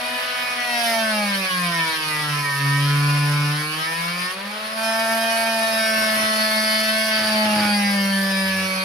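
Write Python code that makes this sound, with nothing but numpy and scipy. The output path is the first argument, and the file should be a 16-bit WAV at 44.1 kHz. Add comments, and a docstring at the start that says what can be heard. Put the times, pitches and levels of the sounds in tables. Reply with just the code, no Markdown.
"""An oscillating multi-tool saws a plastic fitting off a fiberglass boat hull, outdoors.
Its teeth bite once on each push and pull; these impulses ring the hull, tool head and steel blade.
The blade's swing drives a low drone in the hull, friction gives a pulsing rasp, the motor whines.
Load drags the stroke rate down; it partly recovers, then sags again, and pitched parts glide with it.
At times the blade chatters or squeals, or single harmonics sing out."""
import sys
import numpy as np
from scipy import signal
from scipy.fft import rfft, irfft, next_fast_len
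from scipy.io import wavfile
from scipy.ndimage import uniform_filter1d

SR = 44100
rng = np.random.default_rng(int(sys.argv[2]) if len(sys.argv) > 2 else 0)


def master(y):
    """Save y as 16-bit WAV."""
    cut = np.clip(np.atleast_2d(y).T, -1, 1)
    pcm = np.round(cut * 32767)  # scale
    wavfile.write(sys.argv[1], SR, pcm.astype(np.int16))


N = 389844

# Motor speed as it bogs down, then as it partly recovers and sags again.
# Each row: time in seconds, stroke rate in strokes per second.
BOGGING_DOWN = [(0.0, 245.0), (0.25, 248.2), (0.52, 247.3), (0.7, 242.2), (1.1, 217.1), (1.44, 189.0),
                (1.81, 164.6), (1.97, 158.1), (2.55, 140.3)]
RISE_AND_SAG = [(2.68, 140.5), (2.92, 144.2), (3.5, 146.8), (3.79, 157.6), (4.29, 182.6), (4.43, 199.6),
                (4.57, 213.5), (4.81, 222.6), (5.39, 226.6), (6.08, 218.2), (6.59, 217.1), (7.04, 219.0),
                (7.43, 214.8), (8.03, 197.2), (8.75, 188.5), (8.84, 188.6)]
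# Pushes of the hand, each lasting until the next.
# Each row: start in seconds, change of the hull drone in dB, change of the buzz in dB.
PUSHES = [(0, 3.5, 1), (.68, -0.5, 1.5), (1.97, -11.5, 0), (2.4, -21, -0.5), (2.58, -7, 0), (4.33, -13, -5),
          (4.775, -1.5, 1), (7.3, 4.5, 0.3)]
# Friction in the cut. Each row: time in seconds, friction as a reference level in dB.
FRICTION = [(0.0, -42), (0.62, -40), (0.86, -32.5), (1.06, -36.5), (2.72, -38), (2.83, -37.5), (4.31, -39),
            (4.36, -47), (4.75, -43), (4.84, -36.5), (5.98, -33.5), (7.05, -34), (7.6, -35.5), (8.84, -38)]
# Spells in which the blade bounces in the slot.
# Each row: start in seconds, end in seconds, relative level in dB, scatter of the bites in strokes.
CHATTER = [(0, .62, -62, 0.0065), (2.15, 3.303, -51, 0.0019), (5.943, 6.3, -44, 0.0045),
           (7.14, 7.38, -42, 0.0076), (7.42, 7.72, -40.5, 0.0077)]
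# Spells in which one harmonic sings out.
# Each row: start in seconds, end in seconds, multiple of the stroke rate, level in dB before SINGING_DB.
SINGING_SPELLS = [(.12, .58, 7, -36), (.3, .6, 9, -35), (.56, .79, 8, -30), (.84, 1.03, 8, -30.5),
                  (.85, .97, 9, -31), (1.0, 1.16, 7, -28.5), (1.02, 1.28, 3, -29), (1.17, 1.34, 11, -30),
                  (1.48, 1.99, 6, -29.5), (1.705, 1.87, 11, -27.5), (2.04, 2.26, 8, -33.5),
                  (2.086, 2.27, 13, -30), (2.22, 2.4, 9, -32.5), (2.42, 2.86, 13, -27),
                  (2.3, 3.62, 7, -32.3), (2.85, 3.55, 10, -34.5), (3.85, 4.0, 11, -31),
                  (3.96, 4.2, 13, -33), (4.15, 4.3, 27, -35), (4.78, 5.25, 6, -34), (4.79, 5.62, 7, -32),
                  (5.15, 5.62, 8, -32), (5.6, 5.9, 17, -35), (5.77, 6.11, 7, -28), (5.77, 6.2, 10, -31.5),
                  (5.8, 6.12, 25, -34.5), (6.33, 7.11, 20, -32), (6.5, 6.87, 10, -30.5),
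                  (6.55, 6.84, 22, -31), (6.6, 7.3, 8, -32), (6.86, 7.35, 7, -30.5), (7.6, 7.75, 7, -30.5),
                  (7.68, 7.81, 23, -29), (7.73, 7.95, 10, -30.5), (7.8, 8.1, 11, -32.5),
                  (7.83, 8.06, 24, -34), (8.1, 8.7, 9, -27.8), (8.25, 8.52, 26, -34.5),
                  (8.41, 8.714, .5, -45.5)]
# Spells in which the pinched blade squeals. Each row: start in seconds, end in seconds, level in dB.
SQUEAL_SPELLS = [(6.33, 7.15, -34), (7.11, 7.44, -29), (7.41, 7.57, -40), (7.53, 7.8, -31.5),
                 (7.78, 8.84, -40)]
# Resonances of hull, tool head, blade, squealing steel and teeth, then low ones of the hull panel.
# Each row: centre in Hz, width in Hz, relative gain in dB.
HULL_MODES = [(683, 140, -2), (1020, 47, 4.5), (1254, 67, 4.5)]
HEAD_MODES = [(1558, 80, 2.5), (1822, 120, 1.5), (2219, 128, 2.5), (2634, 720, -7.5), (3010, 230, -3.5),
              (4160, 1300, -12)]
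BLADE_MODES = [(4350, 240, -6), (4934, 200, 0), (6000, 2100, -12.5)]
SQUEAL_MODES = [(4680, 310, 0.081), (4760, 260, -0.82)]
TOOTH_MODES = [(9760, 350, 2), (10585, 104, 5), (12970, 380, 6.7)]
PANEL_MODES = [(143.7, 11.7, -11.5), (175.8, 36.9, -19), (194.5, 53.5, -20.5), (288, 50, -28),
               (461, 15, -42), (586.4, 84, -36), (681.2, 84, -25), (848.5, 91, -21), (898.3, 36, -18)]
# Swing of the blade, one row for each harmonic from 1 to 4.
# Each row: drive into the hull in dB, level straight from the tool in dB, unsteadiness in dB.
SWING = [(0, -51.5, -48.5), (0, -50.5, -56), (2.5, -45.5, -56), (-9, -51.5, -52)]
# Spectral shapes of the friction noises. Each row: frequency in Hz, relative density in dB per Hz.
GRIND_SPECTRUM = [(30, -18), (170, -11.5), (330, -17.5), (520, -0.5), (850, -0.5), (1900, 2.5), (3800, -2),
                  (4700, -3), (5400, -21), (7200, -21), (15000, -27)]
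DUST_SPECTRUM = [(4000, -12), (5600, -1.5), (7300, -12.5), (8600, -9.5), (9700, 0), (10400, -1), (10630, 2),
                 (11000, -5.5), (12200, -6.5), (12850, -14), (13300, -12), (15600, -20)]
# Likeness of left and right noise. Each row: frequency in Hz, correlation.
LIKENESS = [(100, .97), (600, 0.15), (1400, 0.31), (6000, 0.33), (15000, 0.43)]

FREE_HZ, BOGGED_HZ = 248, 140   # stroke rate with no load and with full load
WHINE_RATIO = 2.6   # whine frequency over stroke rate
USUAL_FRICTION_DB = -37
HULL_DB, HULL_LOAD_DB = -38, 6   # with no load; gain at full load
HEAD_DB, HEAD_FOLLOWS = -29.5, 0.49   # at usual friction; dB per dB of friction
BLADE_DB, BLADE_FOLLOWS = -35, 1.16   # the same for the blade, before its stereo spread
GRIND_DB, GRIND_LOAD_DB = -30.8, -6   # with no load; change at full load
DUST_DB = 1.5   # above the friction level
SCRATCH_DB = 7.5   # extra grinding, above the level of the chatter
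SINGING_DB = -0.5   # trim common to all singing spells
PUSH_CHANGE_S, BITE_CHANGE_S = 0.17, 0.031   # the teeth grip and let go faster than the hull settles
SPELL_EDGE_S, SING_SETTLE_S = 0.032, .04   # window edges; averaging of a harmonic
SING_FADE_SHARE = .18   # the last part of each singing spell dies away
CUTOFF_HZ = 15600


def from_db(db):
    """An amplitude ratio is ten to the power of its decibels over twenty."""
    return 10 ** (np.asarray(db) / 20)


def rms_one(x):
    """Division by the root mean square gives unit power."""
    return x / np.sqrt(np.mean(x ** 2) + 1e-20)


def in_time(rows):
    """Linear interpolation gives each column of a curve at every sample."""
    s, *columns = np.transpose(rows)
    return [np.interp(np.arange(N) / SR, s, c) for c in columns]


def at_hz(points, hz):
    """A spectrum is interpolated on a log-frequency axis."""
    points = np.array(points)
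    return np.interp(np.log(hz + 1e-9), np.log(points[:, 0]), points[:, 1])


def drift(rate):
    """White noise through a double-pole low-pass at rate Hz is slow random variation of unit power."""
    r = np.exp(-80 * np.pi * rate / SR)   # one step is 40 samples
    white = rng.standard_normal(N // 40 + 2002)
    slow = signal.lfilter([1], [1, -2 * r, r * r], white)[2000:]   # drop the filter's onset
    return np.interp(np.arange(N) / 40, np.arange(len(slow)), rms_one(slow))


def band(x, low_hz, high_hz, order=2):
    """A Butterworth band-pass has a maximally flat pass band."""
    edges = [low_hz, min(high_hz, .45 * SR)]
    return signal.sosfilt(signal.butter(order, edges, "band", fs=SR, output="sos"), x)


def resonate(x, modes, sway_db=0):
    """Parallel resonances of alternating sign respond; each is struck more or less as the blade shifts."""
    out = 0
    for k, (hz, width, db) in enumerate(modes):
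        r = np.exp(-np.pi * width / SR)   # pole radius sets the decay
        gain = (-1) ** k * from_db(db + sway_db * drift(7.5)) * (1 - r * r) / 2
        ring = signal.lfilter([1, 0, -1], [1, -2 * r * np.cos(2 * np.pi * hz / SR), r * r], x)
        out = out + gain * ring
    return out


def at_level(x, db):
    """Division by the running power of the stereo centre fixes its short-term level at db."""
    power = uniform_filter1d(x.mean(axis=0) ** 2, size=3000)
    return x * from_db(db) / np.sqrt(np.abs(power) + 1e-14)


def noise(spectrum, gate):
    """Gated noise is coloured in frequency; adding and subtracting a side part sets its correlation."""
    size = next_fast_len(N)
    hz = np.arange(size // 2 + 1) * SR / size
    mid, side = rfft(rng.standard_normal((2, N)) * gate, size)
    alike = np.clip(at_hz(LIKENESS, hz), 0, 1)
    both = mid + np.sqrt((1 - alike) / (1 + alike)) * side * [[1], [-1]]
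    return irfft(both * from_db(at_hz(spectrum, hz)), size)[:, :N]


def pan(db):
    """A level difference between the channels, left minus right, shifts the image."""
    return from_db(np.array([[db], [-db]]) / 2)


def during(start, end):
    """A trapezoidal window has short soft edges."""
    t = np.arange(N) / SR
    return np.clip(np.minimum(t - start, end - t) / SPELL_EDGE_S, 0, 1)


def spells(rows):
    """Windows scaled by their levels sum to the gain of an intermittent sound."""
    return sum(from_db(db) * during(start, end) for start, end, db, *_ in rows)


def load(turns):
    """The fall in motor speed measures the load, from 0 when free to 1 when fully bogged down."""
    return np.clip((FREE_HZ - np.gradient(turns) * SR) / (FREE_HZ - BOGGED_HZ), 0, 1)


def pushes():
    """Contact force alters the drone and buzz levels in dB: each push holds, then eases into the next."""
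    rows = np.array(PUSHES)
    current = np.searchsorted(rows[1:, 0], np.arange(N) / SR)
    drone_db, buzz_db = rows[current, 1:].T
    drone_db = uniform_filter1d(drone_db, size=int(PUSH_CHANGE_S * SR))
    return drone_db, uniform_filter1d(buzz_db, size=int(BITE_CHANGE_S * SR))


def catches(turns, place, jitter, wander, rough, loose=0):
    """A periodic impulse train: one click per stroke, at a phase (in strokes) that creeps and trembles."""
    stroke = np.arange(int(turns[-1]))
    chance = rng.standard_normal((2500, 2))[:len(stroke)]
    start = np.interp(stroke, turns, np.arange(N)).astype(int)
    tremble = (jitter + loose * np.ones(N))[start] * chance[:, 0]
    when = stroke + place + wander * drift(2.93)[start] + tremble
    at = np.clip(np.interp(when, turns, np.arange(N)), 0, N - 2)
    force = 1 + rough * chance[:, 1]
    # each click is shared between two samples to keep its exact time
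    whole, part = at.astype(int), at % 1
    return np.bincount(whole, force * (1 - part), N) + np.bincount(whole + 1, force * part, N)


def motor(turns):
    """Rotation gives a wavering bearing whine above the stroke rate; its amplitude grows steeply with speed."""
    phase = 2 * np.pi * WHINE_RATIO * turns + 0.67 * drift(2.3)
    speed_gain = (np.gradient(turns) * SR / 220) ** 4.9
    return from_db(-41.0 + 2 * drift(1.7)) * speed_gain * np.sin(phase)


def panel_gain(hz):
    """Forced response of the hull: neighbouring resonances of opposite sign cancel in between."""
    gain = 0
    for k, (centre_hz, width, db) in enumerate(PANEL_MODES):
        gain = gain + (-1) ** k * from_db(db) / (1 + (2 * (hz - centre_hz) / width) ** 2)
    return gain


def drone(turns):
    """Forced vibration: the swinging blade bends the hull at four harmonics that swell near resonance."""
    speed, (push_db, _) = np.gradient(turns) * SR, pushes()
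    out = 0
    for k, (hull_db, direct_db, unsteady_db) in enumerate(SWING, 1):
        steady = np.hypot(from_db(hull_db + push_db) * panel_gain(k * speed), from_db(direct_db))
        gain = steady + from_db(unsteady_db) * drift(8.0)   # the hand's pressure is unsteady
        spread = 0.067 * k * np.array([[1], [-1]])   # higher orders arrive less in step
        phase = 2 * np.pi * (k * turns + rng.random()) + 0.0097 * k * drift(36) + spread
        flicker = from_db(0.26 * k * drift(45))
        out = out + np.sqrt(2) * gain * flicker * np.sin(phase)
    return out


def chatter(turns):
    """Repeated impact: a bouncing blade thumps the hull unevenly, swayed by alternate strokes, and clicks."""
    alternation = drift(107) + 0.55 * np.sin(np.pi * turns)
    hits = catches(turns, place=0.498, jitter=0.034, wander=0.048, rough=0.27) * alternation
    thumps = resonate(hits, [(136, 54, 6.4), (299, 44, 6.1), (543, 150, 0.5)])
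    both = rms_one(band(thumps, 90, 770)) + 1.4 * rms_one(band(hits, 820, 2700))
    return spells(CHATTER) * from_db(2 * drift(5.1)) * both


def squeal(turns):
    """Stick-slip: the pinched blade slips unevenly on push and pull; each slip rings the steel briefly."""
    push = catches(turns, place=0.1014, jitter=0.0503, wander=0.037, rough=0.39)
    pull = catches(turns, place=.55, jitter=0.055, wander=0.022, rough=.7)
    slips = push + 0.52 * pull * np.array([[1], [-1]])
    ringing = rms_one(band(resonate(slips, SQUEAL_MODES), 4330, 4860))
    return ringing * spells(SQUEAL_SPELLS) * from_db(2.0 * drift(17))


def rasp(turns, bites):
    """Sliding friction makes noise that swells twice a stroke; the finest tooth ringing follows the bites."""
    dust_db = DUST_DB + in_time(FRICTION)[0]
    loaded = from_db(GRIND_DB + GRIND_LOAD_DB * load(turns))
    scratching = from_db(SCRATCH_DB) * spells(CHATTER)
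    pulse_db = 2.5 * np.cos(4 * np.pi * turns) + 1.0 * np.cos(2 * np.pi * turns)
    gate = from_db(pulse_db + 0.92 * drift(35))
    grind = rms_one(noise(GRIND_SPECTRUM, gate)) * np.hypot(loaded, scratching)
    ringing = rms_one(band(resonate(bites, TOOTH_MODES, sway_db=2.5), 7760, 12070, order=3))
    dust = rms_one(noise(DUST_SPECTRUM, gate)) + from_db(-3) * ringing
    return grind + dust * from_db(dust_db + 0.53 * drift(7.1)) * pan(-1.0)


def scatter(x):
    """Reflection in hull and trailer adds short echoes; interference makes harmonics flare as pitch glides."""
    out = x.copy()
    lags = (rng.uniform(.001, .012, 8) * SR).astype(int)
    for lag, sign in zip(lags, rng.choice([-1, 1], 8)):
        out[:, lag:] += sign * rng.normal(0.36, 0.4, (2, 1)) * x[:, :-lag]
    return out


def teeth(turns):
    """Impulsive excitation: teeth bite on push and pull, less evenly while the blade bounces."""
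    loose = sum(spread * during(start, end) for start, end, _, spread in CHATTER)
    push = catches(turns, place=0, jitter=.0006, wander=.004, rough=.05, loose=loose)
    pull = catches(turns, place=.42, jitter=0.0029, wander=0.029, rough=0.028, loose=loose)
    knock = catches(turns, place=0.2262, jitter=0.0015, wander=0.031, rough=0.15, loose=loose)
    sideways = knock * np.array([[1], [-1]])   # opposite sign at the two ears
    return scatter(push - 0.6 * pull + 0.85 * sideways)


def buzz(turns, bites):
    """Resonance: bites ring hull, head and blade; the hull swells with load, the steel with friction."""
    _, push_db = pushes()
    friction_db = in_time(FRICTION)[0] - USUAL_FRICTION_DB
    hull_db = HULL_DB + push_db + HULL_LOAD_DB * load(turns)
    head_db = HEAD_DB + push_db + HEAD_FOLLOWS * friction_db
    blade_db = BLADE_DB + BLADE_FOLLOWS * friction_db

    hull = band(resonate(bites, HULL_MODES, sway_db=2.0), 750, 1740, order=3)
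    hull = at_level(hull, hull_db + drift(0.6))

    head = band(resonate(bites, HEAD_MODES, sway_db=1.5), 1250, 4530, order=3)
    bright = from_db(-12.5 + 1.5 * friction_db) * band(head, 2610, 4240)   # harder bites are brighter
    head = at_level(head + bright, head_db + drift(18))

    blade = band(resonate(bites, BLADE_MODES, sway_db=3.5), 4060, 5780, order=3)
    blade = at_level(blade, blade_db + 0.72 * drift(4.6))
    blade = 0.73 * blade + 0.13 * blade[::-1]   # the small blade is a narrow source
    return hull * pan(0.41) + head * pan(1.14) + blade


def singing(turns, sound):
    """Locking: a buzz harmonic, or the blade's half-rate rocking, is held on a sharp resonance."""
    out = sound.copy()
    waver = from_db(SINGING_DB + .9 * drift(7.6)) * np.exp(.25j * drift(8.6))
    for start, end, harmonic, db in SINGING_SPELLS:
        part = slice(int(start * SR), int(end * SR))
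        carrier = np.exp(2j * np.pi * harmonic * turns[part])
        # the harmonic already present, as a slowly varying complex amplitude
        shifted = 2 * sound[:, part].mean(axis=0) / carrier
        free = uniform_filter1d(shifted, size=int(SING_SETTLE_S * SR))
        held = np.sqrt(2) * from_db(db) * waver[part] * np.exp(1j * np.angle(free.mean()))
        fade = np.minimum(np.linspace(1, 0, len(carrier)) / SING_FADE_SHARE, 1)
        # the held tone takes the place of the free one
        out[:, part] += during(start, end)[part] * fade * np.real((held - free) * carrier)
    return out


def scene():
    """Superposition: all parts follow the phase of one motor, counted in strokes, and add linearly."""
    turns = np.cumsum(in_time(BOGGING_DOWN + RISE_AND_SAG)[0]) / SR
    bites = teeth(turns)
    background = motor(turns) + chatter(turns) + squeal(turns) + rasp(turns, bites)
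    return background + singing(turns, drone(turns) + buzz(turns, bites))


def record(dry):
    """A tenth-order elliptic low-pass cuts the top steeply."""
    return signal.sosfilt(signal.ellip(10, .1, 80, CUTOFF_HZ, fs=SR, output="sos"), dry)


dry = scene()
out = record(dry)
master(out)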